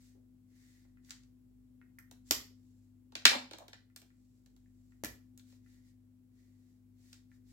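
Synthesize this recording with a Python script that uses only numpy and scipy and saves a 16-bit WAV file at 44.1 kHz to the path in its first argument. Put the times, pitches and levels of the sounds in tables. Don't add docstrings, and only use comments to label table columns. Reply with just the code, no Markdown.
import sys
import numpy as np
from scipy import signal
from scipy.fft import rfft, irfft
from scipy.io import wavfile

SR = 44100
rng = np.random.default_rng(int(sys.argv[2]) if len(sys.argv) > 2 else 0)


def wrap_up_sound(samples):
    columns = np.atleast_2d(samples).T
    tamed = np.clip(columns, -1, 1)
    steps = np.round(tamed * 32767).astype(np.int16)
    wavfile.write(sys.argv[1], SR, steps)


N = 332008
TIME = np.arange(N) / SR
EDGES_HZ = np.geomspace(22, 17500, 30)
BANDS_HZ = np.sqrt(EDGES_HZ[1:] * EDGES_HZ[:-1])
BAND_FILTERS = [signal.butter(2, pair, "band", fs=SR, output="sos") for pair in zip(EDGES_HZ, EDGES_HZ[1:])]
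DESK_TOP_HZ = 253

# pitch_hz, left_db, right_db
HUM_LINES = [(50.4, -72.5, -66.5), (101.2, -63.5, -67), (121.2, -77, -72.5), (202.3, -84, -87)]
# time_s, level_db
ROOM_TONE_SWELL = np.vstack([ [(0.0, -63), (0.74, -64.5), (1.04, -63), (2.54, -62.5), (2.83, -64.5),
                   (3.08, -64.5)], [(3.85, -67), (4.15, -67), (5.28, -62), (5.97, -65), (7.33, -63),
                   (7.53, -62)], ])
# frequency_hz, density_db
AIR_COLOUR = [(25, -10), (55, -0.5), (80, -3), (110, 1.5), (180, 1.5), (280, 2), (380, -10), (600, -18),
              (1100, -23), (3000, -28.5), (8000, -30.5), (16000, -30)]
# fastest_s, speed_up_s, slow_down_s, level_db, barrel_resonance_db
TIP_STROKES = [(0.03, .15, 0.18, -73.5, -2), (0.66, 0.24, 0.33, -74.5, 9), (1.091, 0.082, .03, -70.5, 0),
               (5.51, 0.093, 0.11, -73.5, -2), (5.72, 0.14, 0.16, -77, 8), (5.885, 0.079, .06, -78, 5.5),
               (6.40, 0.11, 0.24, -82, 9.5), (6.66, 0.17, 0.21, -85.5, 3), (7.11, 0.21, 0.15, -73.5, -1.5),
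               (7.349, 0.077, 0.049, -80, 2), (7.52, .1, .1, -73, -4)]
# frequency_hz, density_db
RUB_COLOUR = [(200, -23.5), (700, -14.5), (1200, -9.5), (1950, -3.5), (2900, -7.5), (4300, 0.5), (6000, 0),
              (7400, -2), (9000, -7.5), (16000, -11)]
# start_s, level_db, pitch_hz, decay_s
SOFT_BUMPS = [(0.147, -66, 410, 0.32), (0.848, -75.5, 550, 0.017), (2.505, -71, 390, .03),
              (3.314, -39, 580, 0.035), (3.3307, -35, 910, 0.03), (3.349, -38.5, 664, 0.024),
              (3.603, -53, 610, 0.089), (3.62, -58, 850, .03)]
# start_s, level_db, ring_s
LIGHT_TOUCHES = [(0.852, -68, 0.035), (0.972, -61, 0.044), (1.089, -59, 0.05), (1.8147, -53, 0.055),
                 (1.9861, -46, 0.052), (3.7312, -48, 0.071), (3.9001, -67, 0.077), (4.1042, -60.5, 0.032),
                 (4.66, -66, .03), (4.9218, -58.5, 0.035), (5.6623, -64, 0.07), (7.3163, -57.5, 0.038)]
# pitch_hz, level_db, share_of_ring_time
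HOLLOW_MODES = [(780, -16, 0.15), (1410, -2, 0.22), (1832, -3, .7), (2030, -5.5, .7), (2480, -11, .4)]
# start_s, level_db
TIP_FLICKS = [(1.047, -72), (1.095, -61), (1.1063, -46.5), (1.234, -72.5), (7.129, -56)]
# frequency_hz, density_db
FLICK_COLOUR = [(200, -26), (700, -14), (1500, -4), (2400, -3), (3000, -5), (4000, 2), (7200, 0),
                (9000, -12), (16000, -17)]
# start_s, level_db, tilt_db_per_octave, left_minus_right_db
RIM_SNAPS = [(1.989, -61, 6.5, -4), (2.3095, -24, 0, -0.5), (2.321, -48, -2, -4), (5.037, -44, 1, -1),
             (5.0469, -41.5, 4.5, 1.5), (5.0560, -48, -3, -4)]
# frequency_hz, density_db
SNAP_COLOUR = [(150, -20), (400, -6.5), (1000, -10.5), (1550, -9.5), (2000, -4.5), (2800, -1), (3800, -2.5),
               (4900, 1), (6200, -0.5), (7600, -3), (9500, -12), (12300, -4.5), (16000, -17.5)]
# start_s, level_db, relative_thud_db, relative_tick_db
MARKER_KNOCKS = [(2.1119, -51, -12, -8), (3.1215, -55, -7, -22), (3.153, -28, -25, -30),
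                 (3.2202, -50, -17, -36), (3.2525, -1, -32.5, -25), (3.5108, -40, -12.5, -24),
                 (3.5334, -38, -13, -29), (3.5842, -46, -11, -12.5), (3.681, -46, -14, -17.5),
                 (3.7314, -41, -20.5, -32), (3.9612, -43.5, -24, -7.5), (4.017, -53.5, -14, -15.5),
                 (4.4602, -60, -19.5, -12), (4.564, -65, -15, -10.5), (5.3757, -61.5, -19.5, 2),
                 (5.395, -53.5, -30, -15.5), (5.524, -61.5, -11.5, -21)]
# frequency_hz, density_db
CLACK_COLOUR = [(200, -26), (700, -15.5), (1100, -14), (1560, -1), (2000, -4.5), (2470, -2.5), (3110, -2.5),
                (3900, 1.5), (4900, -3.5), (6200, -8), (7800, -15), (9800, -32.5), (16000, -36.5)]
# frequency_hz, density_db
THUD_COLOUR = [(30, -44.5), (100, -25), (170, -13.5), (260, 3), (450, 1), (720, 1.5), (1200, -5.5),
               (2000, -26.5), (16000, -59)]
# frequency_hz, density_db
TICK_COLOUR = [(1500, -30), (4000, -4.5), (7000, 6), (9000, -2.5), (12000, -1), (16000, -4)]
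# pitch_hz, level_db
BARREL_MODES = [(1478, -14), (1688, -13), (2040, -13), (2375, -6.5), (2500, -13.5), (2527, -10.5),
                (3022, -15.5), (3712, -4), (4320, -10), (4471, -10), (5177, -16), (5698, -18)]
# fastest_s, speed_up_s, slow_down_s, level_db
BARREL_SLIDES = [(2.301, .065, .015, -65), (2.68, 0.24, .35, -85.5), (4.27, 0.37, 0.53, -86.5),
                 (4.85, .35, 0.32, -86)]
# start_s, pop_db, pitch_hz, t60_s, thump_db, hollow_db
CAP_POPS = [(2.3088, -24, 510, 0.0052, -60.5, -38.5), (2.312, -35.5, 270.4, 0.046, -44.5, -53.5),
            (5.0366, -22.5, 505, 0.0047, -51, -43), (5.045, -36, 266, 0.044, -39.5, -37.5)]
# frequency_hz, correlation
STEREO_LIKENESS = [(100, .92), (280, .85), (600, 0.29), (1200, -0.26), (2200, -0.062), (4500, -0.19),
                   (16000, 0.72)]
# delay_s, level_db
EARLY_ECHOES = [(.0035, -14.5), (0.0105, -13.5), (0.0132, -18.5)]
# frequency_hz, t60_s
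TAIL_DECAY = [(100, .35), (300, .35), (800, .28), (2000, .3), (5000, .32), (8000, .27), (15000, .27)]
# frequency_hz, level_db
TAIL_COLOUR = [(100, -6.5), (300, -8), (800, -4), (2000, -3), (5000, -5.5), (8000, -5), (15000, -5)]


def from_db(db):
    return 10 ** (np.asarray(db) / 20)


def per_band(points):
    hz, value = np.transpose(points)
    return np.interp(np.log(BANDS_HZ), np.log(hz), value)


def unit_energy(x):
    return x / np.sqrt(np.sum(x ** 2, axis=-1, keepdims=True) + 1e-30)


def decay(t60, size):
    return np.exp(-np.log(1000) * TIME[:size] / max(t60, 1e-4))


def panned(x, pan_db):
    return x * from_db([[pan_db / 2], [-pan_db / 2]])


def add(out, start_s, sound):
    i = max(round(start_s * SR), 0)
    out[:, i:i + sound.shape[-1]] += sound[..., :N - i]


def drift(rate_hz):
    knots = rng.standard_normal(int(rate_hz * N / SR) + 2)
    return np.interp(TIME * rate_hz, np.arange(len(knots)), knots)


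def coloured(band_db, noise_pairs):
    gains = from_db(band_db) * np.sqrt(np.diff(EDGES_HZ))
    out = 0
    for sos, gain, pair, alike in zip(BAND_FILTERS, gains, noise_pairs, per_band(STEREO_LIKENESS)):
        left, other = unit_energy(signal.sosfilt(sos, pair))
        right = alike * left + np.sqrt(1 - alike ** 2) * other
        out = out + gain * np.array([left, right])
    return unit_energy(out)


def hiss(colour):
    white = rng.standard_normal((2, 2, N))
    return np.sqrt(N) * coloured(per_band(colour), [white[k % 2] for k in range(len(BANDS_HZ))])


def even_burst(t60, size=4096):
    burst = rng.standard_normal((2, 2, size)) * decay(t60, size)
    for _ in range(4):
        flat_spectrum = np.exp(1j * np.angle(rfft(burst)))
        burst = irfft(flat_spectrum, size) * decay(10 * t60, size)
    return burst


def crack(colour, t60, tilt_db=0):
    band_db = per_band(colour) + tilt_db * np.log2(BANDS_HZ / 1000)
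    bursts = even_burst(t60)
    return np.sqrt(SR / 100) * coloured(band_db, [bursts[k % 2] for k in range(len(BANDS_HZ))])


def ring(hz, t60, phase=0):
    return np.sin(2 * np.pi * hz * TIME[:SR // 2] + phase) * decay(t60, SR // 2)


def swelling_ring(hz, t60, rise_s):
    return ring(hz, t60) - ring(hz, rise_s)


def struck(modes, spread_db):
    out = 0
    for hz, db, t60 in modes:
        gain = from_db(db + spread_db * rng.standard_normal())
        out = out + gain * ring(hz, t60, phase=rng.uniform(0, 2 * np.pi, (2, 1)))
    return out


def resonance(x, hz, q):
    return signal.lfilter(*signal.iirpeak(hz, q, fs=SR), x)


def hand_sweep(fastest_s, rise_s, fall_s, speed_power=2.1):
    progress = np.interp(TIME, [fastest_s - rise_s, fastest_s, fastest_s + fall_s], [0, 1, 0])
    return np.sin(np.pi / 2 * progress) ** speed_power


def hum(hz, level_db, waver_db, waver_hz):
    gain = from_db(level_db + waver_db * drift(waver_hz))
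    return gain * np.sin(2 * np.pi * (hz * TIME + rng.random()))


def room_tone(air_db=-73.5, air_follows=0.42):
    time_s, db = np.transpose(ROOM_TONE_SWELL)
    swell_db = np.interp(TIME, time_s, db - db.mean())
    lines = sum(hum(hz, np.array([[left_db], [right_db]]), waver_db=2, waver_hz=6.4)
                for hz, left_db, right_db in HUM_LINES)
    fan = panned(hum(hz=252.3, level_db=-62, waver_db=0.87, waver_hz=5), pan_db=7.5)
    air = from_db(air_db + air_follows * swell_db) * hiss(AIR_COLOUR)
    return from_db(swell_db) * (lines + fan) + air


def tip_strokes(trim_db=-1, grain_db=1.5, surge_db=0.6):
    rub = from_db(trim_db + grain_db * drift(430) + surge_db * drift(23)) * hiss(RUB_COLOUR)
    barrel = resonance(rub, hz=1950, q=6)
    return sum(from_db(db) * hand_sweep(fastest_s, rise_s, fall_s) * (rub + from_db(barrel_db) * barrel)
               for fastest_s, rise_s, fall_s, db, barrel_db in TIP_STROKES)


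def soft_bumps(slope_db_per_octave=-20, rest_s=3.357, drum_db=-31):
    out = np.zeros((2, N))
    for start_s, level_db, hz, decay_s in SOFT_BUMPS:
        colour = np.column_stack([BANDS_HZ, slope_db_per_octave * np.abs(np.log2(BANDS_HZ / hz))])
        add(out, start_s, from_db(level_db) * crack(colour, decay_s))
    add(out, rest_s, from_db(drum_db) * swelling_ring(DESK_TOP_HZ, t60=.12, rise_s=0.045))
    return out


def hollow(ring_s, detune=0.02):
    grip = 1 + detune * rng.standard_normal()
    return struck([(grip * hz, db, share * ring_s) for hz, db, share in HOLLOW_MODES], spread_db=2)


def light_touches(trim_db=-2):
    out = np.zeros((2, N))
    for start_s, level_db, ring_s in LIGHT_TOUCHES:
        add(out, start_s, from_db(level_db + trim_db) * hollow(ring_s))
    return out


def tip_flicks(hollow_db=-8):
    out = np.zeros((2, N))
    for start_s, level_db in TIP_FLICKS:
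        add(out, start_s, from_db(level_db) * crack(FLICK_COLOUR, t60=0.026))
        add(out, start_s, from_db(level_db + hollow_db) * hollow(ring_s=0.028))
    return out


def rim_snaps(tail_db=-12):
    out = np.zeros((2, N))
    for start_s, level_db, tilt_db, pan_db in RIM_SNAPS:
        snap = crack(SNAP_COLOUR, .006, tilt_db) + from_db(tail_db) * crack(SNAP_COLOUR, 0.039, tilt_db)
        add(out, start_s, from_db(level_db) * panned(snap, pan_db))
    return out


def marker_knocks(clack_db=-13, clack_t60=.017, chatter_s=.0018, chatter_db=-4, firmness=.15):
    out = np.zeros((2, N))
    for start_s, level_db, thud_db, tick_db in MARKER_KNOCKS:
        blow = from_db(level_db)
        clack = from_db(clack_db) * crack(CLACK_COLOUR, clack_t60)
        thud = from_db(thud_db) * crack(THUD_COLOUR, t60=0.037)
        tick = from_db(tick_db - 2) * crack(TICK_COLOUR, clack_t60)
        add(out, start_s, blow * panned(clack + thud + tick, pan_db=-1))
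        freedom = from_db(-24 + firmness * level_db)
        barrel = freedom * struck([(hz, db, .22) for hz, db in BARREL_MODES], spread_db=1.9)
        desk_top = from_db(thud_db - 10) * ring(DESK_TOP_HZ, t60=.22)
        add(out, start_s, blow * (barrel + desk_top))
        chatter = from_db(clack_db + chatter_db) * crack(CLACK_COLOUR, clack_t60)
        add(out, start_s + chatter_s, blow * chatter)
    return out


def barrel_slides(trim_db=-2, grain_db=2.5, surge_db=2.0, sheen_db=-2):
    rub = from_db(trim_db + grain_db * drift(400) + surge_db * drift(23)) * hiss(RUB_COLOUR)
    strength = sum(from_db(db) * hand_sweep(fastest_s, rise_s, fall_s)
                   for fastest_s, rise_s, fall_s, db in BARREL_SLIDES)
    return strength * (rub + from_db(sheen_db) * resonance(rub, hz=7500, q=8))


def cap_pops():
    out = np.zeros((2, N))
    for start_s, pop_db, hz, t60, thump_db, hollow_db in CAP_POPS:
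        add(out, start_s, -from_db(pop_db) * ring(hz, t60))
        add(out, start_s, from_db(thump_db) * swelling_ring(hz=59.64, t60=0.21, rise_s=0.11))
        add(out, start_s, from_db(hollow_db) * hollow(ring_s=0.078))
    return out


def small_room(x):
    size = SR // 2
    band_db = per_band(TAIL_COLOUR)
    tail_gain = np.sqrt(np.average(from_db(band_db) ** 2, weights=np.diff(EDGES_HZ)))
    scattered = rng.standard_normal((2, 2, size)) * (1 - decay(0.015, size))
    tails = [scattered[k % 2] * decay(t60, size) for k, t60 in enumerate(per_band(TAIL_DECAY))]
    response = tail_gain * coloured(band_db, tails)
    for delay_s, level_db in EARLY_ECHOES:
        arrivals = (delay_s * SR * rng.uniform(.95, 1.05, 2)).astype(int)
        response[[0, 1], arrivals] += from_db(level_db)
    return signal.fftconvolve(x, response, axes=1)[:, :N]


def scene():
    desk = marker_knocks() + soft_bumps()
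    desk += light_touches() + rim_snaps() + cap_pops()
    desk += tip_strokes() + tip_flicks() + barrel_slides()
    return desk + small_room(desk) + room_tone()


def record(dry, low_cut_hz=36, presence_hz=7400, presence_db=-6, ceiling=.85, top_cut_hz=15900):
    thin = signal.sosfilt(signal.butter(2, low_cut_hz, "high", fs=SR, output="sos"), dry)
    bright = thin + from_db(presence_db) * resonance(thin, presence_hz, q=10)
    rounded = ceiling * np.tanh(bright / ceiling)
    return signal.sosfilt(signal.ellip(10, .1, 80, top_cut_hz, fs=SR, output="sos"), rounded)


dry = scene()
out = record(dry)
wrap_up_sound(out)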